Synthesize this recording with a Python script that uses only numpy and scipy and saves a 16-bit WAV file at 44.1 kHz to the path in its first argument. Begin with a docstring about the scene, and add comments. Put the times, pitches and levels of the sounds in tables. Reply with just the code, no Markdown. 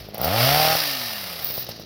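"""A garden, the microphone a few metres from a two-stroke hedge trimmer. It idles with a few lone pops,
then is revved once: each crank turn gives an exhaust puff and an intake gulp, and gears and blades
clatter louder. Near top speed it fires only every second, then every fourth turn, and the silencer
sings. At 0.76 s the throttle shuts and it coasts down, whirring, its blades ringing. Last, the dry
blades squeak very high and lone firings pop as the idle returns."""
import sys
import numpy as np
from scipy import signal
from scipy.fft import rfft, irfft
from scipy.io import wavfile

SR = 44100
rng = np.random.default_rng(int(sys.argv[2]) if len(sys.argv) > 2 else 0)


def output_pcm(signal):
    """Save a mono or channel-first signal as 16-bit PCM at the path in sys.argv[1].

    Samples are clipped to [-1, 1] before scaling.
    """
    pcm = np.clip(np.atleast_2d(signal).T, -1, 1) * 32767
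    wavfile.write(sys.argv[1], SR, np.round(pcm).astype(np.int16))


N = 81585
T = np.arange(N) / SR
HZ = np.maximum(np.arange(N // 2 + 1) * SR / N, 1)


def from_db(db):
    """Decibels to gain."""
    return 10 ** (np.asarray(db) / 20)


def unit_rms(x):
    """Scale to unit level."""
    return x / np.sqrt(np.mean(x ** 2) + 1e-20)


def in_time(rows):
    """Each column of a timed curve at every sample."""
    times, *columns = np.transpose(rows)
    return [np.interp(T, times, column) for column in columns]


def colour(points):
    """Gain at every frequency from a few points."""
    hz, db = np.transpose(points)
    return from_db(np.interp(np.log(HZ), np.log(hz), db))


def resonance(hz, width_hz):
    """A peak of height 1 in the spectrum."""
    return 1 / (1 + (2 * (HZ - hz) / width_hz) ** 2)


def noise(gain):
    """Unit noise with the given gain by frequency."""
    return unit_rms(irfft(rfft(rng.standard_normal(N)) * gain, N))


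def flutter(hz):
    """Random wavering up to about the given rate, spread 1."""
    return noise(1 / (1 + (HZ / hz) ** 2))


def swell(age, rise_s):
    """Rises smoothly to 1 after rise_s and dies away."""
    u = np.maximum(age, 0) / rise_s
    return (u * np.exp(1 - u)) ** 2


def puffs(times, levels_db, hz, rise_s):
    """Bursts of gas, each ringing a damped cavity for a few cycles."""
    out = np.zeros(N)
    for start_s, db, pitch_hz in np.broadcast(times, levels_db, hz):
        first = int(start_s * SR)
        span = slice(max(first, 0), max(first + SR // 20, 0))
        age = T[span] - start_s
        out[span] += from_db(db) * swell(age, rise_s) * np.sin(2 * np.pi * pitch_hz * age)
    return out


SHUT_S = 0.756  # the throttle is let go
THUMP_HZ, THUMP_RISE_S = 124, 0.0036
# Firing pattern under throttle: start_s, turns_per_firing
FIRING = [(.19, 1), (.45, 2), (.565, 4)]
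def engine(speed, turns):
    """An exhaust puff and an intake gulp each turn; fired turns bark and thump, the rest pump air."""
    turn = np.arange(int(turns[-1]) + 1)
    turn_s = np.interp(turn, turns, T)
    port_s = turn_s - 0.0014  # the exhaust leads slightly
    octaves = np.log2(np.interp(turn_s, T, speed) / 100)  # above 100 turns a second
    bark_scatter_db, thump_scatter_db, air_scatter_db = 2 * rng.standard_normal((len(turn), 3)).T
    turns_per_firing = np.ones(len(turn))
    for start_s, count in FIRING:
        turns_per_firing[turn_s > start_s] = count
    driven = (turn_s > FIRING[0][0]) & (turn_s < SHUT_S)
    fired = driven & (turn % turns_per_firing == 0)

    coast_db = -43 - 3 * octaves
    bark_db = np.select([fired, driven], [-15.5 + 5 * octaves, -21.5], coast_db) + bark_scatter_db
    bark_hz = np.where(driven, 601 + 57.6 * octaves, 540)
    bark = puffs(port_s, bark_db, bark_hz, rise_s=0.0011)
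    rasp = puffs(port_s, bark_db - 10.5, hz=1370, rise_s=0.0006)  # overtone of the silencer
    thump_db = np.select([fired, driven], [-25, -58], coast_db - 10) + 0.5 * thump_scatter_db
    thump = puffs(port_s, thump_db, THUMP_HZ, THUMP_RISE_S)
    boom = puffs(port_s[fired], -36.5, hz=249, rise_s=0.0027)  # the silencer's second chamber

    gulp_s = np.interp(turn + 0.4757, turns, T)
    opening = np.sqrt(throttle(gulp_s))
    gulp_db = -48.5 + 25.5 * opening + air_scatter_db
    intake = puffs(gulp_s, gulp_db, hz=480 + 303 * opening, rise_s=0.0014)
    # Off throttle, unfired pumping chugs twice a turn.
    chug_db = -49.5 - 8 * octaves + air_scatter_db
    chug = sum(puffs(at[~driven], chug_db[~driven], hz=370, rise_s=0.0013) for at in (port_s, gulp_s))
    return silencer(bark - rasp - thump - boom + intake) + chug


def throttle(time_s):
    """Throttle opening, 0-1: squeezed over 95 ms, let go over 11 ms."""
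    squeeze = np.clip((time_s - 0.099) / 0.095, 0, 1)
    release = np.clip(1 - (time_s - SHUT_S) / 0.011, 0, 1)
    return squeeze * release


# Crank speed through the rev: time_s, turns_per_s
CRANK_SPEED = [(0.0, 53.15), (0.14, 50.78), (0.2, 60.15), (0.28, 83.77), (0.36, 113.31), (0.42, 120.82),
               (0.5, 141.05), (0.57, 151.81), (0.76, 160.79), (0.808, 154.8), (0.974, 129.0), (1.12, 107.7),
               (1.22, 96.1), (1.494, 69.1), (1.678, 59.8), (1.85, 49.9)]
def crank():
    """The crank's speed and its running count of turns, which time the engine and the blades."""
    speed, = in_time(CRANK_SPEED)
    return speed, np.cumsum(speed) / SR - 0.57


# Transmission of the silencer: frequency_hz, gain_db
SILENCER_RESPONSE = [(60, 0), (140, -2.5), (240, 6), (335, -5.5), (460, -1), (640, 1), (820, -0.5),
                     (950, -6), (1100, 0.5), (1400, 6), (1750, -12)]
def silencer(gas):
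    """The chambers pass the bark and swallow a band on either side of it."""
    return irfft(rfft(gas) * colour(SILENCER_RESPONSE), N)


# Lone firings at idle: start_s, pop_db, rattle_db
IDLE_POPS = [(0.0869, -27.5, -40), (.1445, -25.5, -26), (0.18, -22, -25), (1.502, -27.5, -37),
             (1.578, -21.5, -23.5), (1.6894, -21.5, -29), (1.797, -28.5, -36.5)]
def idle_pops(rattle_decay_s=0.0052):
    """Lone firings pop in the silencer and jolt the blades into a short rattle."""
    start_s, pop_db, _ = np.transpose(IDLE_POPS)
    pops = puffs(start_s, pop_db, hz=547, rise_s=0.0014)
    thumps = puffs(start_s, pop_db - 10, THUMP_HZ, THUMP_RISE_S)
    jolts = sum(from_db(db) * (T > at) * np.exp(-np.abs(T - at) / rattle_decay_s)
                for at, _, db in IDLE_POPS)
    rattle = noise(colour([(500, -16), (1200, 8.5), (5500, -1.5), (7500, -22),
                           (11500, 12.5), (15500, 13)]))
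    return silencer(pops - thumps) + jolts * rattle


# Clatter levels, before each band's trim: time_s, middle_db, upper_db, treble_db
CLATTER_LEVELS = [(0.0, -46, -46.5, -53), (0.036, -50.5, -49, -60), (0.132, -52.5, -57, -66),
                  (0.148, -44.5, -42.5, -59), (0.17, -45.5, -48, -60.5), (0.252, -32, -31.5, -34.5),
                  (0.278, -31.5, -34.5, -39.5), (0.432, -22, -24, -30), (0.664, -23, -23.5, -30),
                  (0.972, -33, -31.5, -38), (1.324, -38, -38.5, -43.5), (1.602, -42, -38, -45.5),
                  (1.684, -47, -42, -58), (1.69, -39.5, -39, -39), (1.716, -46, -40.5, -56),
                  (1.788, -51.5, -47, -61), (1.798, -48, -46, -57), (1.85, -56, -46.5, -64)]
# Colour of the clatter, used below 7 kHz: frequency_hz, gain_db
CLATTER_BODY = [(180, -30), (300, -23.5), (367, -29), (550, 1), (691, 4), (846, 0.5), (943, -5),
                (1220, -4.5), (1510, -6.5), (1850, -3.5), (2090, -4), (3670, -3.5), (4680, -1),
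                (5650, -4.5), (7500, -30.5), (9750, -57), (16500, -120)]
# Colour of the clatter, used above 7 kHz: frequency_hz, gain_db
CLATTER_TREBLE = [(4120, -48), (7000, -15), (7620, -18), (8190, -16.5), (9320, -9), (10100, -8.5),
                  (10600, -6.5), (14700, 0.5), (15800, -5.5)]
# Resonances of the gear case and blades: pitch_hz, strength_db
CASE_MODES = [(1266, -3.5), (1800, -6.5), (2116, -5), (2810, 0), (3871, 1), (4280, -8), (4505, 2),
              (4620, -26), (4835, 1), (5000, 2), (5180, -5), (5391, 1), (5595, 1), (9450, 0)]
def clatter(turns, turns_per_stroke=2.68, grain_db=1.23):
    """Gears and blades rattle through the ringing case, swelling at each blade stroke."""
    reversal = np.cos(np.pi * (turns / turns_per_stroke - 0.87)) ** 8
    knock_db = 3.5 - 1.5 * throttle(T)  # the blades knock less under throttle
    strokes = unit_rms(from_db(knock_db * reversal + grain_db * flutter(340)))
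    case = np.sqrt(1 + sum(from_db(db + 3.5) ** 2 * resonance(hz, width_hz=37) for hz, db in CASE_MODES))
    body, treble = case * colour(CLATTER_BODY), case * colour(CLATTER_TREBLE)
    middle_db, upper_db, treble_db = in_time(CLATTER_LEVELS)
    bands = [(body, 250, 1000, middle_db - 7), (body, 1000, 3600, middle_db - 1.5),
             (body, 3600, 7000, upper_db + 0.5), (treble, 7000, 17000, treble_db + 5)]
    return strokes * sum(from_db(db) * noise(gain * (HZ > low_hz) * (HZ <= high_hz))
                         for gain, low_hz, high_hz, db in bands)


# Harmonics of the crank speed: time_s, first_db, second_db, third_db, fourth_db
HUM_LEVELS = [(0, -39, -46, -58, -66), (.17, -62, -62, -61, -45), (.26, -37, -46, -38, -51),
              (.36, -35.5, -45, -36, -39), (.44, -23, -39, -56, -62), (.55, -31.5, -48, -53, -66),
              (.75, -41, -49, -37, -31.5), (.8, -45.5, -45.5, -53, -62), (1, -49, -46, -65.5, -57),
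              (1.2, -57, -51, -73, -63), (1.4, -57.5, -52.5, -64, -66), (1.65, -60, -48, -67, -59),
              (1.85, -54, -63, -53, -58)]
def engine_hum(turns, lag_turns=0.1):
    """The engine hums at one to four times the crank speed."""
    return np.sqrt(2) * sum(from_db(db) * np.cos(2 * np.pi * order * (turns - lag_turns))
                            for order, db in enumerate(in_time(HUM_LEVELS), 1))


# Singing of the silencer, for a harmonic right on its resonance: time_s, level_db
SING_LEVEL = [(.1, -82), (.25, -38), (.4, -48), (.52, -33.5), (.6, -24), (.72, -26.5), (.752, -24),
              (.775, -66), (.9, -75)]
def silencer_sing(speed, turns, pitch_hz=712, width_hz=72.5):
    """Fast puffs keep the silencer ringing: each crank harmonic sings as it crosses the resonance."""
    level_db, = in_time(SING_LEVEL)
    tone = np.zeros(N)
    for order in range(3, 14):
        nearness = np.exp(-0.5 * ((order * speed - pitch_hz) / width_hz) ** 2)
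        tone += nearness * np.cos(2 * np.pi * order * turns)
    return np.sqrt(2) * from_db(level_db) * tone


# Dry blades rubbing: start_s, length_s, level_db
SQUEAKS = [(.205, .09, -33), (1.405, .16, -31.5), (1.545, .11, -32.5)]
# Sharp catches of the blades: start_s, level_db
CATCHES = [(.215, -18.5), (.245, -15), (1.4455, -15), (1.489, -24), (1.519, -25), (1.54, -25)]
def blade_squeak(pitch_hz=14850, width_hz=500, grain_db=4):
    """Steel sliding on steel at low speed: a rough, very high squeak with sharp catches."""
    rub = sum(from_db(db) * np.clip(1 - (2 * (T - start_s) / length_s - 1) ** 2, 0, 1)
              for start_s, length_s, db in SQUEAKS)
    catches = sum(from_db(db) * swell(T - start_s, rise_s=0.0009) for start_s, db in CATCHES)
    ring = noise(np.exp(-0.5 * ((HZ - pitch_hz) / width_hz) ** 2))
    return (rub * from_db(grain_db * flutter(120)) + catches) * ring


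# Ringing of the slowing blades: time_s, level_db
RING_LEVEL = [(.7, -75), (.8, -37), (1.03, -45), (1.18, -38.5), (1.26, -70)]
# Modes of the blades: pitch_hz, gain_db
BLADE_MODES = [(1810, 0), (2830, -1), (5020, 0)]
def blade_ring():
    """The steel blades ring in three modes while they run unloaded."""
    level_db, = in_time(RING_LEVEL)
    modes = sum(from_db(db) * resonance(hz, width_hz=70) for hz, db in BLADE_MODES)
    return from_db(level_db) * noise(modes)


# Rise and fall of the whirr: time_s, gain_db
WHIRR_LEVEL = [(0, -59), (.7, -31), (.85, -39.5), (1.15, -46), (1.45, -51), (1.7, -54.5), (1.85, -56)]
# Colour of the whirr: frequency_hz, gain_db
WHIRR_COLOUR = [(280, -12.5), (360, -1.5), (520, -4.5), (680, -8.5), (880, -9), (1050, -15.5)]
def coasting_whirr(speed, turns, waver_db=4):
    """Three even crank harmonics waver, strongest near top speed and fading as the engine coasts."""
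    level_db, = in_time(WHIRR_LEVEL)
    whirr = np.zeros(N)
    for order in (6, 8, 10):
        gain_db = np.interp(order * speed, *np.transpose(WHIRR_COLOUR)) + waver_db * flutter(30)
        whirr += from_db(gain_db) * np.cos(2 * np.pi * order * turns + rng.uniform(0, 2 * np.pi))
    return np.sqrt(2) * from_db(level_db) * whirr


# Reflections reaching the microphone: delay_s, gain_db
ECHOES = [(.011, -19), (0.026, -41)]
def garden_echoes(trimmer):
    """The ground and the fence each throw back a dull copy of the trimmer."""
    dull = signal.sosfilt(signal.butter(1, 3000, fs=SR, output="sos"), trimmer)
    return sum(from_db(db) * np.interp(T - delay_s, T, dull, left=0) for delay_s, db in ECHOES)


# Colour of the garden air: frequency_hz, gain_db
AIR_COLOUR = [(25, -19), (60, 5.5), (130, 7.5), (300, 1.5), (600, -2), (1000, -12.5), (5000, -9),
              (15000, -79)]
def garden_air(level_db=-48.5):
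    """A faint, steady, low rush of open air around the microphone."""
    return from_db(level_db) * noise(colour(AIR_COLOUR))


def scene():
    """The trimmer from a few metres, with the garden behind it, in mono."""
    speed, turns = crank()
    exhaust = engine(speed, turns) + idle_pops()
    blades = clatter(turns) + blade_squeak() + blade_ring()
    drone = coasting_whirr(speed, turns) - engine_hum(turns) - silencer_sing(speed, turns)
    trimmer = exhaust + blades + drone
    return (trimmer + garden_echoes(trimmer) + garden_air())[None]


def record(dry, bass_cut_hz=55, top_cut_hz=15850):
    """The microphone loses the deep bass; the top is cut steeply."""
    thin = signal.sosfilt(signal.butter(2, bass_cut_hz, "high", fs=SR, output="sos"), dry)
    return signal.sosfilt(signal.ellip(10, 0.2, 80, top_cut_hz, fs=SR, output="sos"), thin)


dry = scene()
out = record(dry)
output_pcm(out)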